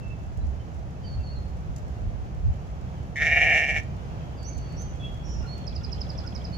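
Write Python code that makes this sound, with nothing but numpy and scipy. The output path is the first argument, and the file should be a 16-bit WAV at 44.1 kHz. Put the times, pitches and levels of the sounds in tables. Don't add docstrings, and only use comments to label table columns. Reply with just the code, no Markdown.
import sys
import numpy as np
from scipy import signal
from scipy.fft import rfft, irfft, next_fast_len
from scipy.io import wavfile
from scipy.ndimage import uniform_filter1d, map_coordinates

SR = 44100
rng = np.random.default_rng(int(sys.argv[2]) if len(sys.argv) > 2 else 0)


def wav_record(signal):
    frames = np.transpose(np.atleast_2d(signal))
    bounded = np.clip(frames, -1, 1)
    quanta = np.round(bounded * 32767).astype(np.int16)
    wavfile.write(sys.argv[1], SR, quanta)


N = 289737
T = np.arange(N) / SR
SIZE = 2 * next_fast_len(N // 2 + 1, True)
HZ = np.maximum(np.arange(SIZE // 2 + 1) * SR / SIZE, 1)

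BLEAT_START_S, BLEAT_END_S = 3.158, 3.806
SLACK_DB = -27.5
CHIRP_S = .04


def undb(db):
    return 10 ** (np.asarray(db) / 20)


def unit(x):
    return x / np.sqrt(np.mean(x ** 2))


def curve(rows):
    return np.interp(T, *np.transpose(rows))


def bumps(rows):
    return sum(rise * np.exp(-((T - at) / length) ** 2) for at, length, rise in rows)


def pan_gains(pan_db):
    return undb(np.array([[pan_db], [-pan_db]]) / 2)


def walk(rate_hz):
    k = int(SR / rate_hz)
    steps = np.repeat(rng.standard_normal(N // k + 1), k)
    return 1.321 * uniform_filter1d(uniform_filter1d(steps, k), k)[:N]


def noise(spectrum, share=1):
    hz, db = np.transpose(spectrum)
    gain = undb(np.interp(np.log(HZ), np.log(hz), db, left=-120, right=-120))
    return irfft(rfft(rng.standard_normal(SIZE)) * unit(gain) * np.sqrt(share))[:N]


def resonate(x, modes):
    hz = np.linspace(0, SR / 2, 4097)
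    gain = sum(undb(db) / (1 + (2 * (hz - centre) / width) ** 2) for centre, width, db in modes)
    cepstrum = irfft(np.log(gain))
    cepstrum[1:len(hz)] *= 2
    cepstrum[len(hz):] = 0
    return signal.oaconvolve(x, irfft(np.exp(rfft(cepstrum))))[:N]


def flex(x, modes, scale):
    clock, samples = np.cumsum(scale), np.arange(N)
    warped = map_coordinates(x, [np.interp(samples, clock, samples)])
    return map_coordinates(resonate(warped, modes), [clock])


def dip(x, notches):
    for hz, width, db in notches:
        x = x - (1 - undb(db)) * signal.lfilter(*signal.iirpeak(hz, hz / width, fs=SR), x)
    return x


def place(x, pan_db, lag_ms):
    left = np.roll(x, int(round(lag_ms * SR / 1000)))
    return np.array([left, x]) * pan_gains(pan_db)


def scatter(x, t60_s):
    t = T[:SR]
    tail = rng.standard_normal((2, SR)) * undb(-60 * t / t60_s) * (1 - np.exp(-t / .004))
    tail /= np.sqrt(np.sum(tail ** 2) / 2)
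    return signal.fftconvolve(np.atleast_2d(x), tail, axes=1)[:, :N]


def glide(hz):
    return np.sin(2 * np.pi * np.cumsum(hz) / SR) * np.hanning(len(hz)) ** .45


def quaver():
    # time_s, effort_0_to_1, quaver_depth_0_to_1
    push = [(3.16, .35, .2), (3.195, .45, .4), (3.225, .66, 1), (3.28, .75, .75), (3.38, .92, 1),
            (3.45, .9, .6), (3.53, 1, .15), (3.6, .8, .3), (3.68, .4, 1), (3.77, .4, 1), (3.806, 0, .6)]
    slack_hz, push_hz, push_db = 130.94, 30.72, 12
    fresh_per_s, tired_per_s = 19.7, 14.6
    crest_s, tires_s = 3.222, 3.626
    swing_share, swing_db, sharpness = .12, 2.9, 2.5
    attack_s, attack_db, release_s, release_db = .008, 6, .024, 9
    times, effort, depth = np.transpose(push)
    effort, depth = np.interp(T, times, effort), np.interp(T, times, depth)

    turns = fresh_per_s * (np.minimum(T, tires_s) - crest_s) + tired_per_s * np.maximum(T - tires_s, 0)
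    surge = 2 * np.abs(np.cos(np.pi * turns)) ** sharpness - 1
    throb = surge * np.clip((T - BLEAT_START_S) / (crest_s - BLEAT_START_S), 0, 1)
    hz = (slack_hz + push_hz * effort) * (1 + swing_share * (1 + depth) / 2 * throb)
    starting = np.clip(1 - (T - BLEAT_START_S) / attack_s, 0, 1)
    fading = np.clip(1 - (BLEAT_END_S - T) / release_s, 0, 1)
    db = SLACK_DB + push_db * effort + swing_db * depth * throb
    return hz, db - attack_db * starting - release_db * fading, throb


def glottis(hz, db, sounding, soft_hz=3800):
    jitter_share, shimmer_db, rasp_db = .022, 1.1, -16
    cycles = np.cumsum(hz * (1 + jitter_share * walk(150)) * sounding) / SR
    beats = np.interp(np.arange(int(cycles[-1]) + 1) + 1e-6, cycles, np.arange(N))
    sizes = undb(shimmer_db * rng.standard_normal(len(beats)))
    pulses = np.zeros(N)
    for at, size in zip(beats, sizes):
        near = int(at) + np.arange(-8, 9)
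        pulses[near] += size * np.sinc(near - at) * np.hanning(len(near))
    pulses *= np.sqrt(SR / np.mean(hz))
    puffs = np.exp(-(cycles % 1) / .6) * sounding
    rasp = undb(rasp_db) * 2 * puffs * rng.standard_normal(N)
    lowpass = signal.butter(2, soft_hz, fs=SR, output="sos")
    return signal.sosfilt(lowpass, (pulses + rasp) * undb(db)), puffs


def throat(source, mouth, throb, sounding, voice_db=15):
    # centre_hz, width_hz, rel_db
    shut_modes = [(486, 110, -27), (705, 310, -43), (1406, 54, -16), (1630, 150, -14), (1855, 147, 0.5),
                  (2120, 100, -7), (2164, 66, 3.5), (2980, 450, -16.5), (3650, 120, -11),
                  (5900, 2000, -25.5)]
    open_modes = [(486, 82, -18), (671, 126, -12), (754.3, 36, -11.5), (1724, 81, -13.5), (1835, 114, -6.5),
                  (2010, 64, -17), (2220, 176, -3.5), (2366, 98, -4), (2610, 90, -16), (2753, 212, -8),
                  (3087, 78, -13), (5900, 420, -32.5)]
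    # centre_hz, width_hz, gain_db
    valleys = [(1080, 210, -4), (1470, 200, -7), (4400, 910, -9)]
    # centre_hz, width_hz, rel_db
    nose_modes = [(1980, 400, 4), (3680, 390, 1), (6000, 1500, -3)]
    swing_share, wander_share = .011, .011
    rise_share, rise_s, lips_part_s = .035, .06, .043
    slack = rise_share * np.exp(-np.abs(T - BLEAT_START_S) / rise_s)
    scale = 1 + (swing_share * throb + wander_share * walk(110) - slack) * sounding
    shut = flex(source * (1 - mouth), shut_modes, scale)
    opened = dip(flex(source * mouth, open_modes, scale), valleys)
    voice = undb(voice_db) * (shut + opened)
    parted = np.clip((T - BLEAT_START_S) / lips_part_s, 0, 1) ** 2
    return voice * parted + resonate(voice * (1 - parted), nose_modes)


def teeth_hiss(puffs, db, mouth, hiss_db=-54, open_db=6):
    # freq_hz, rel_db
    teeth = [(3000, 7), (3900, -7), (4900, -8.5), (5600, 1.5), (6800, -4), (7700, -12), (9200, -22),
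             (10200, -15.5), (11200, -26), (15500, -26)]
    # centre_s, length_s, rise_db
    rasps = [(3.228, 0.0098, 5), (3.328, .01, 0), (3.442, .008, 1), (3.565, 0.025, 4), (3.797, .022, 9.5)]
    puff_sharpness, flicker_db = .5, 1.6
    follow_db_per_db = .63
    flicker = undb(flicker_db * (walk(70) + walk(600)))
    turbulence = np.array([noise(teeth), 1.2 * noise(teeth)]) * flicker
    level_db = follow_db_per_db * (db - SLACK_DB) + hiss_db + open_db * mouth + bumps(rasps)
    return turbulence * puffs ** puff_sharpness * undb(level_db)


def sheep(ground_db=-8, ground_ms=1.93, near_db=-9, echo_db=-24, echo_t60_s=.5):
    # time_s, opening_0_to_1
    jaw = [(3.16, 0.56), (3.225, 0.41), (3.28, 0.63), (3.37, 0.76), (3.45, 0.83), (3.55, 0.82),
           (3.63, 0.84), (3.7, 0.83), (3.78, 0.71)]
    hz, db, throb = quaver()
    sounding = (T > BLEAT_START_S) & (T < BLEAT_END_S)
    mouth = np.clip(curve(jaw), 0, 1)
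    source, puffs = glottis(hz, db, sounding)
    voice = place(throat(source, mouth, throb, sounding), -1.2, .045)
    voice = voice - undb(ground_db) * np.roll(voice, int(ground_ms * SR / 1000), axis=1)
    voice = voice + teeth_hiss(puffs, db, mouth)
    return voice + undb(near_db) * scatter(voice, .17) + undb(echo_db) * scatter(voice, echo_t60_s)


def trill(bough_ms=12, bough_t60_s=.092, bough_db=-10, echo_db=-13, echo_t60_s=.95, pan_db=-7.5):
    # crest_s, rel_db
    syllables = [(5.679, -32.5), (5.764, -35.5), (5.847, -35), (5.93, -33), (6.017, -33.5), (6.103, -35.5),
                 (6.188, -34.5), (6.275, -37), (6.361, -35.5), (6.453, -35.5)]
    # time_from_crest_s, pitch_hz, rel_db
    fall = [(-.015, 6500, -24), (-.011, 5850, -6), (-.006, 5340, -7), (0, 5070, 0), (.004, 4850, -2),
            (.008, 4480, -19), (.016, 3950, -15), (.023, 3750, -26)]
    detune_share, steepness_share, flutter_db = .008, .11, 1.8
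    pip_hz, pip_rise_share, pip_s, pip_lead_s, pip_db = 3370, .07, .009, .038, -51
    echo_evenness = .5
    song, spread = np.zeros(N), np.zeros(N)
    ages, pitches, levels = np.transpose(fall)
    age = np.arange(ages[0], ages[-1], 1 / SR)
    sweep_hz, swell = np.interp(age, ages, pitches), undb(np.interp(age, ages, levels))
    crest_hz = np.interp(0, ages, pitches)
    pip_slope = pip_rise_share * np.linspace(-.5, .5, int(pip_s * SR))
    chances = rng.standard_normal((len(syllables), 4))
    for (crest_s, db), (detune, steep, pip_pitch, pip_size) in zip(syllables, chances):
        hz = crest_hz * (1 + detune_share * detune)
        hz = hz + (sweep_hz - crest_hz) * (1 + steepness_share * steep)
        tone = glide(hz) * undb(db)
        pip = glide(pip_hz * (1 + 2 * detune_share * pip_pitch + pip_slope))
        at, pip_at = int((crest_s + ages[0]) * SR), int((crest_s - pip_lead_s) * SR)
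        song[at:at + len(hz)] += tone * swell
        spread[at:at + len(hz)] += tone * swell ** echo_evenness
        song[pip_at:pip_at + len(pip)] += pip * undb(pip_db + pip_size)
    direct = place(song * undb(flutter_db * walk(250)), pan_db, .023)
    spread = place(spread, pan_db / 2, 0)
    boughs = np.roll(scatter(spread, bough_t60_s), int(bough_ms * SR / 1000), axis=1)
    return direct + undb(bough_db) * boughs + undb(echo_db) * scatter(spread, echo_t60_s)


def whistles(echo_db=-3.5, buzz_hz=260, waver_db=1.8, settle_power=2.26):
    # start_s, length_s, first_hz, last_hz, rel_db, buzz_depth_hz, left_minus_right_db
    notes = [(0, .15, 2690, 2647, -54.5, 14, -10.5), (.408, 0.024, 3970, 4010, -67, 15, -6),
             (0.591, 0.037, 3040, 3100, -60.5, 70, -3), (.95, 0.022, 2550, 2650, -63, 20, -5),
             (1.036, 0.028, 3190, 3020, -56.5, 44, -3), (1.028, 0.15, 4750, 4395, -53.5, 44, -5),
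             (1.18, 0.056, 2830, 2680, -63, 34, -1), (1.227, 0.039, 4660, 4350, -55, 30, -3),
             (1.255, 0.045, 4600, 4250, -50, 36, -3), (1.28, 0.068, 4310, 4450, -52, 20, -1),
             (1.341, 0.053, 4460, 4204, -52, 72, -3), (4.36, 0.15, 4880, 4430, -57, 81, -5),
             (4.469, 0.43, 4450, 4520, -60.5, 88, -3), (4.441, 0.073, 5480, 6270, -47, 55, -11),
             (4.763, 0.078, 5470, 6280, -46, 55, -9), (4.992, 0.13, 3415, 3314, -44.5, 36, -3),
             (5.02, 0.033, 2460, 2720, -52.5, 33, -4), (5.231, 0.21, 5560, 5680, -51, 200, -7.5),
             (5.25, 0.14, 6850, 6950, -65, 120, -8), (5.365, 0.08, 5180, 5150, -58, 76, -7),
             (5.461, 0.12, 4160, 4400, -48, 11, -9), (5.58, 0.07, 4380, 4300, -62, 25, -6),
             (6.523, 0.28, 4400, 4450, -47.5, 78, -7)]
    out = np.zeros((2, N))
    buzz = np.sin(2 * np.pi * np.cumsum(buzz_hz * (1 + .3 * walk(200))) / SR)
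    flutter = buzz + .4 * walk(1500) + .35 * walk(90)
    waver = undb(waver_db * walk(60))
    for start, length, first, last, db, depth, pan_db in notes:
        span = (T > start) & (T < start + length)
        remaining = 1 - (T[span] - start) / length
        hz = last + (first - last) * remaining ** settle_power + depth * flutter[span]
        out[:, span] += np.sqrt(2) * glide(hz) * waver[span] * undb(db) * pan_gains(pan_db)
    return out + undb(echo_db) * scatter(out, .58)


def crow(pitch_hz=470, length_s=.044):
    # start_s, rel_db
    caws = [(5.415, -48.5), (5.79, -54), (6.22, -50)]
    phase = 2 * np.pi * np.cumsum(pitch_hz * (1 + .0287 * walk(200))) / SR
    harmonics = sum(np.cos(k * phase) for k in range(1, 6))
    voice = unit(resonate(harmonics, [(1470, 430, 0)]))
    calls = sum(undb(db) * np.sin(np.pi * np.clip((T - at) / length_s, 0, 1)) for at, db in caws)
    return scatter(voice * calls, .16)


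def stalks(rustle_db=-15, snap_db=-5, grass_db=-79):
    # start_s, rel_peak_db, left_minus_right_db
    snaps = [(0.3729, -51, -4), (1.7622, -42, -4), (1.782, -54, -6), (3.8337, -50, -2), (4.4292, -47, -2),
             (4.5795, -45, -3), (4.724, -51, -2), (4.8188, -44, 0), (4.957, -55, -2), (5.143, -54, -2),
             (5.5791, -48, -2)]
    # freq_hz, rel_db
    straw = [(1500, -14), (4500, 10), (7000, 16), (9000, 1.5), (12000, 4), (16000, -13)]
    faint_per_s, faint_db, spread_db = 5, -61, 4
    grain, out = np.array([noise(straw), noise(straw)]), np.zeros((2, N))
    faint = []
    for when, size, side in rng.random((int(faint_per_s * N / SR), 3)):
        level_db = faint_db + spread_db * (2 * size - 1)
        faint.append((when * N / SR, level_db, spread_db * (2 * side - 1)))
    for at, db, pan_db in list(snaps) + faint:
        span = (T > at) & (T < at + .2)
        age = T[span] - at
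        fade = np.exp(-age / .004) + undb(rustle_db) * np.exp(-age / .025)
        out[:, span] += grain[:, span] * fade * undb(db + snap_db) * pan_gains(pan_db)
    stir_db = 3.5 * walk(12) + 4 * walk(250)
    return out + grain * undb(grass_db + stir_db)


def chirps(per_s=2, pitch_hz=2750, level_db=-64, spread=.016, bend=.013, t60_s=.25):
    out, size = np.zeros(N), int(CHIRP_S * SR)
    for when, pitch, slope in rng.random((int(per_s * N / SR), 3)):
        at = int(when * (N - size))
        slide = bend * (2 * slope - 1) * np.linspace(0, 1, size)
        out[at:at + size] += glide(pitch_hz * (1 + spread * (2 * pitch - 1) + slide))
    return undb(level_db) * scatter(out, t60_s)


def chorus(per_s=30, low_hz=2188, high_hz=3440, bend=.148, t60_s=.47):
    # time_s, level_db
    loudness = [(0, -82), (4.1, -65), (5.2, -62.5), (6.5, -62)]
    out, size = np.zeros(N), int(CHIRP_S * SR)
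    for when, pitch, slope in rng.random((int(per_s * N / SR), 3)):
        at = int(when * (N - size))
        hz = low_hz + (high_hz - low_hz) * pitch
        out[at:at + size] += glide(hz * (1 + bend * (2 * slope - 1) * np.linspace(-.5, .5, size)))
    return unit(scatter(out, t60_s)) * undb(curve(loudness))


def wind(wind_db=-42, own_db=3, pan_db=-3, eddy_db=2.0, eddies_per_s=12):
    # centre_s, length_s, rise_db
    gusts = [(0.072, 0.019, 7), (0.448, 0.068, 12.5), (0.773, 0.033, 8), (1.194, 0.037, 11.5),
             (1.613, 0.31, 6.5), (2.071, 0.039, 13), (2.24, 0.16, 4), (2.483, 0.046, 21), (5.38, 0.21, 3.5)]
    # freq_hz, rel_db
    buffet = [(11, -47), (18, -18), (59, 2.5), (77, 0.5), (130, -19), (170, -34), (290, -120)]
    db = eddy_db * walk(eddies_per_s) + bumps(gusts)
    own = np.array([noise(buffet), noise(buffet)]) * pan_gains(pan_db)
    return (place(noise(buffet), pan_db, .34) + undb(own_db) * own) * undb(db + wind_db)


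def pasture(air_db=-39.5, air_rise_db_per_s=.5038, drone_db=-4, drone_rise_db_per_s=.83, pan_db=-2):
    # freq_hz, rel_db
    air_colour = [(60, -22), (100, -3), (180, -8), (225, -16), (320, -21), (450, -22.3), (740, -21.3),
                  (970, -28.5), (2090, -39.5), (2750, -41.8), (3800, -48), (6600, -49), (8300, -62),
                  (15500, -66)]
    # freq_hz, share_0_to_1
    diffuse = [(150, .22), (700, .08), (1500, .62), (4000, 1), (9000, .95)]
    # freq_hz, rel_db
    partials = [(70, -37.5), (131, -48), (158, -47.5), (235, -60.5)]
    hz, share = np.transpose(diffuse)
    share = np.clip(np.interp(np.log(HZ), np.log(hz), share), 0, 1)
    around = np.array([noise(air_colour, share), noise(air_colour, share)])
    air = place(noise(air_colour, 1 - share), pan_db, .34) + 1.3 * around
    air = air * undb(air_db + air_rise_db_per_s * T + .6 * walk(6))
    drone = np.zeros(N)
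    for hz, db in partials:
        level = undb(db + 1.1 * walk(3.2))
        drone += level * np.sin(2 * np.pi * np.cumsum(hz * (1 + .0112 * walk(9.8))) / SR)
    return air + undb(drone_db + drone_rise_db_per_s * T) * place(drone, pan_db, .34)


def scene():
    animals = sheep() + trill() + whistles() + crow() + chirps() + chorus()
    return animals + stalks() + wind() + pasture()


def record(dry, top_hz=15850):
    return signal.sosfilt(signal.ellip(10, .2, 80, top_hz, fs=SR, output="sos"), dry)


dry = scene()
out = record(dry)
wav_record(out)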